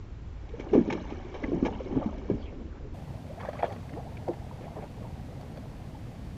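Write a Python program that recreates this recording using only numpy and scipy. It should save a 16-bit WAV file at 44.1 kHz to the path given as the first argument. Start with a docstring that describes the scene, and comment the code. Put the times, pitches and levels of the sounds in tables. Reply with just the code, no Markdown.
"""A breeze rumbles over a lake; then a hooked fish leaps and thrashes beside a kayak, heard through a camera's
waterproof housing. Its blows trap air pockets that gulp (decaying tones), its tail slaps (noise bursts), water
churns and sprays (swarms of ringing bubbles and drops), and bubbles and falling drops sing (sliding tones).
The leap plays at half speed, an octave down; the fish is then drawn in to the hand, sloshing, at normal speed."""
import sys
import numpy as np
from scipy import signal
from scipy.fft import rfft, irfft
from scipy.io import wavfile

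SR = 44100
rng = np.random.default_rng(int(sys.argv[2]) if len(sys.argv) > 2 else 0)


def waveform_to_disk(signal):
    """Save audio, clipped to [-1, 1], as 16-bit WAV at the path in sys.argv[1]."""
    frames = np.transpose(np.atleast_2d(signal))
    scaled = np.clip(frames, -1, 1) * 32767
    samples = np.round(scaled).astype(np.int16)
    wavfile.write(sys.argv[1], SR, samples)


N = 280910

T = np.arange(N) / SR
FREQ_HZ = np.arange(N // 2 + 1) * SR / N
SLOW_UNTIL_S = 2.94   # playing time


def from_db(db):
    """Decibels to gain."""
    return 10 ** (np.asarray(db) / 20)


def rms_one(x):
    """Scale to rms 1."""
    return x / np.sqrt(np.mean(x ** 2) + 1e-20)


def speed(s):
    """Playing speed at playing time s."""
    return .5 if s < SLOW_UNTIL_S else 1


def real_time(s):
    """Seconds gone by on the lake at playing time s."""
    return s - np.minimum(s, SLOW_UNTIL_S) / 2


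def gain_curves(rows):
    """Columns of dB over playing time, as gains in real time."""
    s, *columns = np.transpose(rows)
    return [from_db(np.interp(T, real_time(s), db)) for db in columns]


def at_hz(points, hz):
    """Read a spectrum in dB on a log-frequency axis."""
    f, db = np.transpose(points)
    return np.interp(np.log(np.maximum(hz, 1)), np.log(f), db)


def add(out, s, sound):
    """Mix a sound in at the real time of playing time s."""
    i = int(real_time(s) * SR)
    out[i:i + len(sound)] += sound[:N - i]


def cut(x, hz, kind, order=2):
    """Butterworth filter."""
    return signal.sosfilt(signal.butter(order, hz, kind, fs=SR, output="sos"), x)


def drift(rate_hz):
    """Slow random curve of rms 1."""
    spectrum = rfft(rng.standard_normal(N))
    return rms_one(irfft(spectrum / (1 + (FREQ_HZ / rate_hz) ** 2), N))


def shaped_noise(spectrum):
    """Noise with the given spectrum, rms 1."""
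    white = rfft(rng.standard_normal(N))
    return rms_one(irfft(white * from_db(at_hz(spectrum, FREQ_HZ)), N))


def resonate(x, hz, width_hz):
    """Two-pole resonance with gain 1 at its peak."""
    r = np.exp(-np.pi * width_hz / SR)
    zeros = np.array([1, 0, -1]) * (1 - r * r) / 2
    poles = [1, -2 * r * np.cos(2 * np.pi * hz / SR), r * r]
    return signal.lfilter(zeros, poles, x + 1e-18)


def grains(per_s, spread_db):
    """Random impacts, many small and a few large."""
    level_db = spread_db * np.minimum(rng.exponential(1, N), 3.5)
    impacts = from_db(level_db) * rng.choice([-1, 1], N)
    return impacts * (rng.random(N) < per_s / SR)


def bubbles(sizes, per_s, ring_cycles, spread_db, count=22):
    """Swarm of bubbles or drops, each ringing at the pitch of its size; rms 1."""
    births = grains(per_s, spread_db)
    pitches_hz = np.geomspace(sizes[0][0], sizes[-1][0], count)
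    dealt = rng.integers(0, count, N)
    swarm = np.zeros(N)
    for k, hz in enumerate(pitches_hz):
        ring = resonate(births * (dealt == k), hz, hz / (np.pi * ring_cycles))
        swarm += from_db(at_hz(sizes, hz)) / hz * ring
    return rms_one(swarm)


# treble resonances of the plastic shell: (centre [Hz], width [Hz], relative level [dB])
HOUSING_MODES = [(3640, 100, -6), (3700, 150, -9.5), (4518, 220, 10), (4830, 1550, -7.5), (5650, 330, -4),
                 (6080, 260, -5.5), (7600, 160, -12), (9300, 500, -32.5), (10480, 700, -11.5),
                 (11800, 330, -19)]


def housing(x):
    """The plastic shell passes treble mostly at its resonances; rms 1."""
    rings = sum(from_db(db) * resonate(x, hz, width_hz) for hz, width_hz, db in HOUSING_MODES)
    return rms_one(cut(cut(rings, 2800, "high", order=3), 13800, "low", order=6))


# spectrum of breeze and distant water: (frequency [Hz], relative density [dB per Hz])
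BREEZE_SPECTRUM = [(20, -10.5), (45, 0), (90, 2.5), (135, 3), (190, -3), (270, -6.5), (400, -16),
                   (800, -19), (1100, -29), (2000, -29), (4000, -35.5), (8000, -43.5), (12000, -47.5),
                   (13200, -50)]
# rumble strength: (time as played [s], level [dB])
GUSTS_CURVE = [(0, -41), (1.8, -40), (2.4, -40), (2.9, -40.5), (6.37, -40.5)]


def breeze(buffet_db=1.0, buffet_rate_hz=58, hiss_db=-41, rumble_top_hz=350):
    """Uneven wind rumble on the housing, under a smooth hiss."""
    air = shaped_noise(BREEZE_SPECTRUM)
    rumble = irfft(rfft(air) / (1 + (FREQ_HZ / rumble_top_hz) ** 4), N)
    strength, = gain_curves(GUSTS_CURVE)
    buffeting = from_db(buffet_db * drift(buffet_rate_hz))
    return rumble * strength * buffeting + from_db(hiss_db) * (air - rumble)


# water between bouts: (time as played [s], bubbling wash [dB], drops falling back [dB], spray mist [dB])
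WASH_LEVELS = [(0, -58.5, -74, -95), (.45, -59, -62, -67.5), (.95, -39.5, -48, -54),
               (1.3, -48.5, -51.5, -59.5), (1.8, -40, -50.5, -59.5), (2.4, -43, -53, -62.5),
               (2.95, -52, -69.5, -83), (3.7, -55.5, -62, -68.5), (4.1, -52.5, -67.5, -75),
               (5.6, -55, -67, -79), (6.37, -59.5, -66, -77)]
# bouts: (time as played [s], length as played [s], churning bubbles [dB], splashing droplets [dB])
THRASH_BOUTS = [(0.5, .08, -49.5, -63), (0.6, 0.079, -47, -50.5), (0.746, .032, -23.5, -39.5),
                (0.881, 0.1, -38.5, -46.5), (1.1, 0.015, -40, -52.5), (1.41, 0.15, -38.5, -49),
                (1.644, 0.026, -29.5, -37.5), (1.935, 0.041, -29, -44), (2.03, 0.021, -36, -41.5),
                (2.3, 0.12, -38.5, -65), (2.76, 0.093, -44, -62), (3.4, 0.095, -43, -50),
                (3.55, 0.19, -43.5, -53), (3.629, 0.026, -32.5, -60), (3.92, 0.079, -46, -71),
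                (4.28, 0.052, -42.5, -70), (4.519, 0.018, -45, -64), (4.61, 0.066, -43.5, -64),
                (4.758, 0.092, -43.5, -63), (5.02, 0.049, -46.5, -78), (5.56, .05, -54.5, -69)]


def agitation(attack_s=0.0098, churn_release_s=0.012, drops_release_s=0.024, spray_re_droplets_db=-20):
    """Gains of churn, droplets, spray: bouts swell, hold and die into the wash; drops fall on after the churn."""
    power = np.square(gain_curves(WASH_LEVELS))
    release_s = np.array([[churn_release_s], [drops_release_s], [drops_release_s]])
    for s, length_s, churn_db, droplets_db in THRASH_BOUTS:
        t = T - real_time(s)
        swell = np.minimum(t, 0) / attack_s
        ebb = np.maximum(t - length_s * speed(s), 0) / release_s
        peak = from_db([[churn_db], [droplets_db], [droplets_db + spray_re_droplets_db]])
        power += (peak * np.exp(np.maximum(swell - ebb, -20))) ** 2
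    return np.sqrt(power)


# churning bubble strength by size: (real-time pitch [Hz], relative level [dB])
CHURN_SIZES = [(330, -10.5), (450, 1), (560, 3), (720, 4.5), (880, 2), (1020, -0.5), (1150, -12)]


def churn():
    """Big bubbles ring under the fish; rms about 1."""
    return cut(bubbles(CHURN_SIZES, per_s=910, ring_cycles=5.6, spread_db=5.0), 1246, "low", order=4)


# plinking droplet strength by size: (real-time pitch [Hz], relative level [dB]); also colours slaps
PLINK_SIZES = [(1100, 4), (1400, -4), (1700, 1.5), (2100, -5), (2400, -4), (2900, -20), (3350, -4),
               (3700, -24.5)]


def droplets():
    """Droplets plink back on the lake; rms about 1."""
    return cut(bubbles(PLINK_SIZES, per_s=1500, ring_cycles=6.6, spread_db=4.5), 3300, "low", order=4)


# fine spray strength by drop size: (real-time pitch [Hz], relative level [dB])
MIST_SIZES = [(3000, 4.5), (4400, -5.5), (5200, -2), (7000, 1.5), (9500, 4.5), (11500, 5.5), (13500, 9.5)]


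def spray(clump_db=1.0, clump_rate_hz=57):
    """Fine drops fizz in clumps through the housing."""
    fizz = housing(bubbles(MIST_SIZES, per_s=5000, ring_cycles=8.9, spread_db=4.0))
    return fizz * from_db(clump_db * drift(clump_rate_hz))


def stirred_water():
    """Churn, droplets and spray follow the agitation of the water."""
    churn_gain, droplet_gain, spray_gain = agitation()
    return churn_gain * churn() + droplet_gain * droplets() + spray_gain * spray()


def sliding_tones(rows, rise_oct_per_s, rough, broken_db=3.0):
    """Bubbles or drop clusters slide in pitch as they change size; roughness 0-1 breaks up the tone."""
    out = np.zeros(N)
    scatter = (drift(rate_hz=600) + 1j * drift(rate_hz=600)) / np.sqrt(2)
    scatter = scatter * rms_one(from_db(broken_db * drift(rate_hz=120)))   # uneven bunches
    noisy = rough ** 2
    for k, (s, length_s, start_hz, db) in enumerate(rows):
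        along = np.linspace(0, 1, int(length_s * speed(s) * SR))
        real_hz = start_hz / speed(s) * 2 ** (rise_oct_per_s * T[:len(along)])
        phase = 2 * np.pi * np.cumsum(real_hz) / SR
        cluster = 1 - noisy + noisy * scatter[k * SR // 10:][:len(along)]
        add(out, s, from_db(db) * np.sin(np.pi * along) * np.real(cluster * np.exp(1j * phase)))
    return out


# streams of like-sized drops: (time [s], length [s], start pitch [Hz], level [dB]), all as played
TRICKLE_STREAMS = [(.74, .02, 842, -32), (.899, 0.01, 2113, -31.5), (1.368, 0.017, 2950, -48.5),
                   (1.437, 0.016, 2027, -32), (1.715, .05, 3040, -47.5), (2.365, 0.087, 4800, -62),
                   (2.405, 0.074, 3350, -54), (2.445, 0.074, 2500, -51.5), (2.685, .11, 1420, -52.5),
                   (3.395, 0.023, 1867, -43), (3.58, 0.038, 2056, -44), (3.622, 0.049, 1827, -38.5),
                   (3.625, 0.071, 3560, -52.5), (3.89, 0.013, 2130, -44), (3.93, 0.014, 1865, -45),
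                   (4.168, 0.012, 2110, -46), (4.28, 0.011, 970, -34.5), (4.33, 0.015, 2020, -47),
                   (4.6, .09, 2290, -54), (4.79, 0.058, 2150, -52.5)]


def trickles():
    """Drops falling back give rough tones that sink; slide in real time."""
    return sliding_tones(TRICKLE_STREAMS, rise_oct_per_s=-3, rough=0.85)


# single bubbles: (time [s], length [s], start pitch [Hz], level [dB]), all as played
GURGLE_BUBBLES = [(.455, 0.056, 643, -55), (3.295, .032, 475, -38.5), (3.37, 0.027, 570, -38.5),
                  (3.925, 0.043, 229, -35.5), (3.955, 0.046, 339, -36), (3.983, 0.028, 655, -43),
                  (4.042, 0.048, 532, -41), (4.18, .04, 655, -49)]


def gurgles():
    """Single bubbles sing upwards, nearly clean, as they surface; slide in real time."""
    return sliding_tones(GURGLE_BUBBLES, rise_oct_per_s=18.7, rough=0.19)


# slaps and flicks: (time as played [s], splash level [dB], spray level [dB], decay in real time [s])
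SURFACE_SLAPS = [(0.49, -52, -44, 0.0021), (0.596, -41, -43, 0.0065), (0.731, -32.5, -43.5, 0.014),
                 (0.901, -23.5, -32.5, 0.0042), (0.9245, -26.5, -30, .0036), (1.1, -41, -46.5, 0.0075),
                 (1.34, -36.5, -47.5, 0.015), (1.432, -33, -46, 0.0056), (1.649, -31, -38.5, 0.0059),
                 (1.658, -27.5, -37, 0.0049), (1.8, -40, -51.5, 0.0084), (1.952, -35, -63, 0.0063),
                 (2.18, -49, -44.5, 0.0026), (2.297, -40, -54, 0.011), (3.406, -40.5, -61, 0.0061),
                 (3.449, -41, -57, 0.0059), (3.488, -40, -56, 0.006), (3.53, -40.5, -62, 0.0092),
                 (3.625, -30.5, -65, 0.0037), (3.63, -35, -62, 0.0049), (3.723, -40, -53, 0.0058),
                 (3.762, -31, -73, 0.0016), (4.283, -43, -52, 0.0029), (5.4106, -43, -47.5, 0.0024),
                 (5.572, -42, -54, .004)]


def slaps(attack_s=0.0011):
    """A slap's many drops merge into one noise burst, with a hiss of spray on top."""
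    splash_burst, spray_burst = np.zeros(N), np.zeros(N)
    t = T[:SR // 10]
    for s, splash_db, spray_db, decay_s in SURFACE_SLAPS:
        burst = (1 - np.exp(-t / attack_s)) * np.exp(-t / decay_s)
        add(splash_burst, s, from_db(splash_db) * burst)
        add(spray_burst, s, from_db(spray_db) * burst)
    splash = cut(shaped_noise(PLINK_SIZES), 450, "high", order=3)
    splash = rms_one(cut(splash, 5000, "low", order=5))
    return splash_burst * splash + spray_burst * housing(rng.standard_normal(N))


def hull_echoes(x, level_db=-14, decay_s=0.014, delay_s=.003):
    """Hull and waves scatter a short dull tail."""
    t = T[:SR // 10]
    tail = cut(rng.standard_normal(len(t)), 1100, "low") * np.exp(-t / decay_s) * (t > delay_s)
    tail = tail / np.sqrt(np.sum(tail ** 2) * SR / 3000)
    return from_db(level_db) * signal.fftconvolve(x, tail)[:N]


# blows that trap air: (time as played [s], first pocket level [dB], first pitch as played [Hz],
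# first pocket ring [cycles], length of the run of pockets in real time [s])
AIR_BLOWS = [(0.5417, -31.5, 462, 4.8, 0.0046), (0.601, -24.5, 360, 0.45, .005),
             (0.6706, -35.5, 328, 3.5, .005), (0.7379, -11, 400, 3.2, 0.0077),
             (0.754, -7.5, 364, 0.46, 0.011), (0.78, -7.5, 310, 1.4, 0.017), (0.813, -16, 239, 0.83, 0.01),
             (0.8788, -17.5, 256, 0.39, 0.015), (0.9157, -25, 187, 1.5, 0.016),
             (0.927, -19, 380, .4, 0.0076), (0.954, -23.5, 316, 0.97, 0.016),
             (1.1234, -26.5, 357, 1.05, 0.0041), (1.252, -33, 344, 2.1, .008),
             (1.4407, -23.5, 300, 2.4, 0.0086), (1.5201, -19.5, 343, 0.5, .006),
             (1.5338, -17.5, 333, 2.2, 0.031), (1.5773, -22, 330, 1.5, .006),
             (1.6294, -12, 260, 1.2, 0.0064), (1.6673, -16.5, 428, 0.64, 0.0076),
             (1.807, -24.5, 493, 1.9, .006), (1.9257, -24, 331, 1.6, 0.084),
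             (1.966, -23.5, 133, 1.9, 0.0064), (1.9682, -15.5, 271, 0.74, 0.017),
             (2.0628, -18, 223, 0.82, 0.011), (2.3014, -14.5, 359, 1.2, 0.013),
             (2.3163, -17.5, 150, 0.68, 0.014), (2.3438, -25.5, 283, 3.2, 0.011),
             (3.4131, -33, 882, 1.4, .004), (3.4516, -27.5, 864, 1.2, .004),
             (3.4893, -21.5, 588, 2.4, 0.004), (3.5351, -31.5, 700, 2.5, 0.0091),
             (3.5951, -29.5, 594, 2.3, .005), (3.6326, -11, 694, 1.37, 0.0036),
             (3.6426, -15.5, 625, 0.83, .008), (3.6812, -32, 594, 2.5, 0.011),
             (3.71, -34.5, 765, 3.1, 0.027), (4.282, -26.5, 700, 3, .004), (4.2872, -16, 473, 0.18, 0.027),
             (4.5136, -36.5, 940, 3.7, 0.0066), (4.7689, -33, 610, 2.8, .02),
             (5.4324, -36, 650, 0.68, .004), (5.577, -37, 546, 1.7, .006), (5.657, -38, 656, 1.2, .005),
             (5.95, -42.5, 854, 7.1, .006)]


def pockets(count=6, gap_s=.0046, fade_db=16.5, sag_oct_per_s=16, later_ring_cycles=0.99,
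            scatter_db=2, scatter_oct=0.29, scatter_gaps=0.21):
    """A blow closes one ringing pocket, then a run of weaker, lower ones: (s, dB, Hz, cycles)."""
    rows, k = [], np.arange(count)
    chances = rng.standard_normal((len(AIR_BLOWS), 3, count))
    for (s, db, hz, ring_cycles, run_s), chance in zip(AIR_BLOWS, chances):
        late, louder, higher = chance * (k > 0)
        age_s = gap_s * (k + scatter_gaps * late)   # real time
        levels_db = db - fade_db * age_s / run_s + scatter_db * louder
        pitches_hz = hz * 2 ** (scatter_oct * higher - sag_oct_per_s * age_s)
        rings = np.where(k > 0, later_ring_cycles, ring_cycles)
        rows += zip(s + age_s / speed(s), levels_db, pitches_hz, rings)
    return rows


def gulps(least_rise_cycles=0.71, rise_share=0.6, glide=0.031, overtone_ratio=1.9, overtone_db=-21):
    """Each pocket swells and rings down, rising a little in pitch as it nears the surface."""
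    out = np.zeros(N)
    t = T[:SR // 10] - .02   # the swell begins before the blow
    rows = pockets()
    phases = rng.uniform(0, 2 * np.pi, len(rows))
    for (s, db, hz, ring_cycles), phase in zip(rows, phases):
        cycles = t * hz / speed(s)
        rise_cycles = least_rise_cycles + rise_share * ring_cycles
        swell = np.sin(np.pi / 2 * np.clip(1 + cycles / rise_cycles, 0, 1)) ** 2
        envelope = swell * np.exp(-np.maximum(cycles, 0) / max(ring_cycles, .3))
        turn = 2 * np.pi * cycles * (1 + glide * np.tanh(cycles / 10))
        # a lopsided pocket also wobbles in a higher mode
        wobble = np.cos(turn) + from_db(overtone_db) * np.cos(overtone_ratio * turn + phase)
        add(out, s + t[0] / speed(s), from_db(db) * envelope * wobble)
    return cut(out, 1700, "low", order=3)


def scene():
    """Everything on the lake, in real time."""
    trapped_air = gulps()
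    background = breeze() + stirred_water() + trickles() + gurgles()
    fish = slaps() + hull_echoes(trapped_air) + trapped_air
    return (background + fish)[None]


def record(dry, cutoff_hz=15200):
    """Low-pass, then draw the first stretch out to twice its length, which halves its bandwidth."""
    top = signal.ellip(10, .2, 80, cutoff_hz, fs=SR, output="sos")
    sound = signal.sosfilt(top, dry[0])
    turn = int(real_time(SLOW_UNTIL_S) * SR)
    slow = signal.resample_poly(sound, 2, 1)[:2 * turn]
    played = np.concatenate([slow, sound[turn:]])
    return signal.sosfilt(top, played[None, :N])


dry = scene()
out = record(dry)
waveform_to_disk(out)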